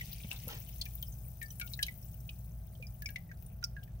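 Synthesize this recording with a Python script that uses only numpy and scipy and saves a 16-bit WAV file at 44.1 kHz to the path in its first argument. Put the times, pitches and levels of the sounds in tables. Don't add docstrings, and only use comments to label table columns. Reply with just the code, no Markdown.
import sys
import numpy as np
from scipy import signal
from scipy.fft import rfft, irfft, next_fast_len
from scipy.io import wavfile
from scipy.ndimage import uniform_filter1d

SR = 44100
rng = np.random.default_rng(int(sys.argv[2]) if len(sys.argv) > 2 else 0)


def log_audio(samples):
    frames = np.atleast_2d(samples).T
    limited = np.clip(frames, -1, 1)
    pcm = np.round(limited * 32767).astype(np.int16)
    wavfile.write(sys.argv[1], SR, pcm)


N = 176400
T = np.arange(N) / SR
EVENT_T = T[:SR // 4]

# frequency in Hz, relative density in dB.
RUMBLE_SPECTRUM = [(15, -20), (30, -15), (50, 1.5), (80, -4.5), (104, 0), (130, -7), (160, -7.5),
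                   (195, -10), (250, -25), (350, -33), (700, -59.5), (2000, -59)]
AIR_SPECTRUM = [(60, -10), (150, 14), (250, -4), (400, 0.5), (540, 0), (760, -0.5), (1000, -9.5),
                (1500, -9), (3000, -22.5), (8000, -37.5), (16000, -9.5)]
SPRAY_SPECTRUM = [(900, -18), (1800, -23.5), (2600, -17.5), (4200, -17.5), (6000, -14.5), (7500, -14),
                  (9000, -8), (11000, -9.5), (13000, -5), (15500, 5.5)]
TRICKLE_SPECTRUM = [(1000, -27), (1800, -6), (2600, 1), (3500, -2.5), (4700, -7.5), (6200, -6.5),
                    (8000, -11)]
# frequency in Hz, relative level in dB.
BUMP_SPECTRUM = [(40, -4), (130, 3.5), (210, 11), (330, -18.5), (900, -17.5), (1500, -57), (5000, -65)]
SCUFF_SPECTRUM = [(150, -10), (250, -1), (480, -7), (800, -5), (1000, -8.5), (1300, -5), (1800, -6.5),
                  (2600, -1.5), (4000, -8.5), (8000, -19)]
SNAP_SPECTRUM = [(300, -59), (1100, -50), (2500, 13), (5000, 6.5), (10000, 7.5), (16000, -1)]
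# multiple of the pitch, relative level in dB.
TICK_SHAPE = [(.06, -71), (.3, -35), (.6, -33), (.85, -7), (1, 11), (1.15, -1.5), (1.7, 0)]
SLAP_SHAPE = [(.15, -65), (.55, -44), (.9, -8), (1.15, 8.5), (1.5, 2), (2.2, -5.5), (4, -13), (9, -24)]
# frequency in Hz, gain in dB.
TAIL_RESPONSE = [(1000, -1), (3000, 0), (5500, -7), (12000, -11)]
RIGHT_MIC_RESPONSE = [(130, -2), (330, -3), (700, 2.5), (1500, -3.5), (4000, -3), (6200, 4), (7000, -9),
                      (7700, -9.5), (9000, -7), (11300, -3), (12500, -16), (14000, -19), (15500, -21)]
# time in seconds, level in dB.
SPRAY_ENVELOPE = [(0, -45.5), (.5, -45.5), (.9, -46), (1.36, -50), (1.71, -45.5), (2.06, -49.5), (2.4, -53),
                  (2.63, -56), (3.1, -53), (3.28, -59.5), (3.44, -55.5), (3.6, -60), (4, -61)]
TRICKLE_ENVELOPE = [(0, -55), (.4, -59), (.75, -63.5), (1.2, -74.5), (4, -79)]
# frequency in Hz, level in dB.
HUM_TONES = [(57, -49), (119.9, -53), (137.6, -59.5), (164, -62.5), (600, -82), (656, -79.5), (721, -85.5)]
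# start in seconds, level in dB.
BUMP_EVENTS = [(0.247, -42), (0.341, -52), (0.454, -48.5), (.473, -43.5)]
# start in seconds, length in seconds, level in dB.
SCUFF_EVENTS = [(0.306, 0.084, -49.5), (0.477, 0.15, -44.5)]
# start in seconds, level in dB, pitch in Hz, relative snap in dB.
TICK_EVENTS = [(0.13, -37, 14300, -12), (0.309, -40, 14800, -16), (0.3279, -40, 8770, -30),
               (0.4807, -35, 11724, -13), (.6236, -57, 15200, 2), (0.688, -44, 14400, -17),
               (0.759, -45, 12100, -16), (.8130, -41, 14800, -3), (0.854, -39, 15300, -7.5),
               (0.9525, -34.5, 14300, -46), (1.0252, -32, 14300, -17), (1.414, -48, 14600, -11),
               (1.4273, -38, 8600, -11.5), (1.5977, -32, 11900, -14), (1.6667, -48, 15200, -7),
               (1.735, -43, 15200, -6.5), (1.8267, -28.5, 11400, -1.5), (1.8648, -37.5, 12200, -6),
               (3.0209, -36, 15400, -15), (3.0573, -53, 15500, -8), (3.088, -55, 9500, 7),
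               (3.1040, -38, 14900, -23), (3.159, -64, 15500, -17), (3.4238, -46, 14800, -19.5),
               (3.4626, -46.5, 9275, -20), (3.64, -38.5, 14992, -7.5), (3.8353, -44.5, 14900, -13.5)]
# start in seconds, pitch in Hz, level in dB.
GULP_EVENTS = [(0.473, 483, -46), (.488, 1297, -51), (.508, 805, -52.5), (2.798, 484, -56)]
# start in seconds, bubble pitch in Hz, bubble level in dB,
# time to decay by 60 dB in seconds, slap level in dB, left minus right level in dB.
DRIP_EVENTS = [(0.0095, 1930, -36.5, 0.028, -47, -1.5), (0.3136, 2590, -34, 0.013, -44, 5.5),
               (0.3608, 3510, -52, 0.023, -54, 2), (0.8129, 4180, -34, 0.0087, -39.5, 0.5),
               (0.816, 2780, -67, 0.014, -38, -6), (0.8586, 1740, -60, 0.064, -55, -1),
               (0.859, 2360, -46, 0.022, -57, -4), (1.0268, 3045, -43, 0.019, -53, 0.5),
               (1.0725, 5050, -61, 0.033, -76, 1), (1.1233, 6120, -59, 0.024, -63, -3),
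               (1.4156, 1780, -43, 0.11, -53, 3.5), (1.4141, 2224, -49, 0.081, -58, -5),
               (1.459, 4560, -59.5, .015, -62, 0), (1.5041, 5920, -52.5, 0.03, -54, -6),
               (1.504, 3050, -59, 0.041, -61, -4), (1.598, 1586, -54, 0.089, -55, -1),
               (1.612, 2250, -38, 0.066, -41, 3), (1.6140, 1420, -44, 0.084, -65, -9),
               (1.675, 2700, -56.5, 0.014, -53.5, 4), (1.714, 2180, -59.5, .03, -68, 2),
               (1.7353, 3800, -38.5, 0.0081, -45.5, 2.5), (1.7902, 1672, -38.5, 0.13, -41, 2),
               (1.828, 2970, -27.5, 0.0085, -36, -4.5), (1.8304, 3820, -28.5, 0.008, -35, -3.5),
               (1.8824, 1987, -37.5, 0.039, -46, -2.5), (2.027, 5370, -62, 0.019, -68, -7),
               (2.291, 2434, -42.5, 0.019, -44, -4.5), (2.752, 3030, -64, 0.021, -66, -8),
               (2.824, 2404, -43.5, 0.074, -57.5, -4.5), (2.868, 5080, -51, 0.02, -62, 2),
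               (3.02, 1677, -48.5, 0.11, -57, -4.5), (3.0572, 2254, -38.5, 0.049, -55, 4),
               (3.059, 5100, -40.5, 0.012, -46.5, -1.5), (3.0888, 1646, -51, 0.072, -45, -2.5),
               (3.1588, 1948, -36, 0.036, -41, 0), (3.292, 1900, -59, 0.12, -74, -1),
               (3.314, 1570, -48, 0.024, -55.5, -4), (3.627, 1388, -44, 0.075, -50, -7.5),
               (3.64, 5340, -33.5, 0.014, -44, -4), (3.64, 4670, -35, 0.0063, -40, 3),
               (3.7651, 1617, -46.5, 0.13, -56.5, -9.5), (3.8307, 2950, -59, 0.0055, -68, 6),
               (3.876, 1684, -66, 0.062, -67, 0)]


def amp(db):
    return 10 ** (np.asarray(db) / 20)


def unit(x):
    return x / np.sqrt(np.mean(x ** 2, -1, keepdims=True) + 1e-20)


def unit_peak(x):
    power = uniform_filter1d(x ** 2, size=220, axis=-1)
    return x / np.sqrt(power.max(-1, keepdims=True) + 1e-20)


def pan(db):
    return amp([[db / 2], [-db / 2]])


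def decay(t60):
    return np.exp(-np.log(1000) * EVENT_T / t60)


def envelope(points):
    return amp(np.interp(T, *np.transpose(points)))


def colour(x, points):
    n = x.shape[-1]
    size = next_fast_len(n + SR // 20)
    hz, db = np.transpose(points)
    log_hz = np.log(np.fft.rfftfreq(size, 1 / SR) + 1)
    gain = amp(np.interp(log_hz, np.log(hz), db))
    return irfft(rfft(x, size) * gain, size)[..., :n]


def transposed(hz, shape):
    return [(hz * multiple, db) for multiple, db in shape]


def add(mix, start, sound):
    part = mix[:, max(round(start * SR), 0):][:, :sound.shape[-1]]
    part += sound[..., :part.shape[1]]


def noise(correlation):
    common, own = rng.standard_normal((2, N))
    return np.array([common, correlation * common + np.sqrt(1 - correlation ** 2) * own])


def clicks(per_s, spread_db):
    size = amp(spread_db * np.minimum(rng.exponential(1, N), 4))
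    return size * rng.choice([-1, 1], N) * (rng.random(N) < per_s / SR)


def impact(t60, spectrum):
    blow = rng.standard_normal(len(EVENT_T)) * decay(t60) * (EVENT_T > .0006)
    return colour(blow, spectrum)


def pit(x, wall_db=-2, fast_db=-9, slow_db=-21):
    wall, diffuse = rng.standard_normal((2, 2, len(EVENT_T)))
    wall = wall * (rng.integers(0, 20, wall.shape) == 0) * (EVENT_T > .0012)
    reflections = amp(wall_db) * unit(wall * decay(t60=.03))
    tail = np.hypot(amp(fast_db) * unit(decay(t60=.12)), amp(slow_db) * unit(decay(t60=.38)))
    response = (reflections + colour(diffuse * tail, TAIL_RESPONSE)) / np.sqrt(len(EVENT_T))
    response[0, 10] += 1
    response[1, rng.integers(0, 20)] += 1
    return signal.fftconvolve(np.atleast_2d(x), response, axes=1)[:, :x.shape[-1]]


def bubble(hz, t60, rise_s, sharp_share=.11, settle_cycles=4.5, wobble_share=.011):
    wobble = unit(uniform_filter1d(rng.standard_normal(len(EVENT_T)), size=130))
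    sharpness = sharp_share * np.exp(-EVENT_T * hz / settle_cycles)
    cycles = np.cumsum(hz * (1 + sharpness + wobble_share * wobble)) / SR
    swell = 1 - np.exp(-EVENT_T / rise_s)
    damping = np.exp(-np.log(1000) * (EVENT_T / t60) ** 1.15)
    return np.sin(2 * np.pi * cycles) * damping * swell


def machinery(rumble_db=-48.5, air_db=-63, waver_depth=.16):
    drone = amp(rumble_db) * unit(colour(noise(correlation=.98), RUMBLE_SPECTRUM))
    for hz, db in HUM_TONES:
        swell, drift = signal.resample(rng.standard_normal((2, 20)), N, axis=1) * waver_depth
        phase = 2 * np.pi * (hz * T + rng.random()) + drift
        drone += amp(db) * unit((1 + swell) * np.sin(phase))
    air = amp(air_db) * unit(colour(noise(correlation=.15), AIR_SPECTRUM))
    return pan(-1) * drone + pan(-2.5) * air


def bumps_and_scuffs():
    out = np.zeros((2, N))
    for start, db in BUMP_EVENTS:
        add(out, start, amp(db) * unit_peak(impact(t60=.047, spectrum=BUMP_SPECTRUM)))
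    for start, length, db in SCUFF_EVENTS:
        stroke = np.sin(np.pi * np.minimum(EVENT_T / length, 1) ** .33)
        grit = colour(clicks(per_s=1400, spread_db=3)[:len(EVENT_T)], SCUFF_SPECTRUM)
        add(out, start, amp(db) * unit_peak(pit(grit * stroke)))
    return pan(-2) * out


def patter(per_s, spread_db, spots):
    return unit(sum(pit(clicks(per_s / spots, spread_db)) for _ in range(spots)))


def bubble_swarm(span_hz, per_s, spread_db, pitches=24, ring_cycles=22):
    swarm = np.zeros((2, N))
    for hz in np.linspace(*span_hz, pitches):
        onsets = clicks(per_s / pitches, spread_db)
        ring = unit(pit(bubble(hz, t60=ring_cycles / hz, rise_s=.0001)))
        swarm += signal.oaconvolve(onsets[None], ring, axes=1)[:, :N]
    return unit(swarm)


def spray(fizz_db=2, mist_gain=.5):
    fizz = bubble_swarm(span_hz=(5000, 15500), per_s=800, spread_db=4.3)
    drops = patter(per_s=1400, spread_db=5.2, spots=12) + amp(fizz_db) * fizz
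    mist = mist_gain * noise(correlation=0)
    return envelope(SPRAY_ENVELOPE) * unit(colour(unit(drops) + mist, SPRAY_SPECTRUM))


def trickle(ring_db=-3):
    ringing = bubble_swarm(span_hz=(1900, 7000), per_s=220, spread_db=4)
    flow = patter(per_s=550, spread_db=3, spots=6) + amp(ring_db) * ringing
    return envelope(TRICKLE_ENVELOPE) * unit(colour(flow, TRICKLE_SPECTRUM))


def spatter(t60=.013):
    out = np.zeros((2, N))
    for start, db, hz, snap_db in TICK_EVENTS:
        tick = unit_peak(impact(t60, transposed(hz, TICK_SHAPE)))
        snap = amp(snap_db) * unit_peak(impact(t60, SNAP_SPECTRUM))
        add(out, start, amp(db) * unit_peak(pit(tick + snap)))
    return out


def drips(slap_t60=.023, slap_rise_s=.0003):
    out = np.zeros((2, N))
    cushion = 1 - np.exp(-EVENT_T / slap_rise_s)
    for start, hz, ring_db, t60, slap_db, pan_db in DRIP_EVENTS:
        ring = unit_peak(pit(bubble(hz, t60, rise_s=.0007)))
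        slap = unit_peak(pit(cushion * impact(slap_t60, transposed(hz, SLAP_SHAPE))))
        add(out, start, pan(pan_db) * (amp(ring_db) * ring + amp(slap_db) * slap))
    for start, hz, db in GULP_EVENTS:
        gulp = unit_peak(pit(bubble(hz, t60=.05, rise_s=.00067)))
        add(out, start, amp(db) * gulp)
    return out


def scene():
    return drips() + spatter() + spray() + trickle() + machinery() + bumps_and_scuffs()


def record(dry, cutoff_hz=15800):
    both = np.array([dry[0], colour(dry[1], RIGHT_MIC_RESPONSE)])
    low_pass = signal.firwin(511, cutoff_hz, window=("kaiser", 9), fs=SR)
    return signal.oaconvolve(both, low_pass[None], "same", axes=1)


dry = scene()
out = record(dry)
log_audio(out)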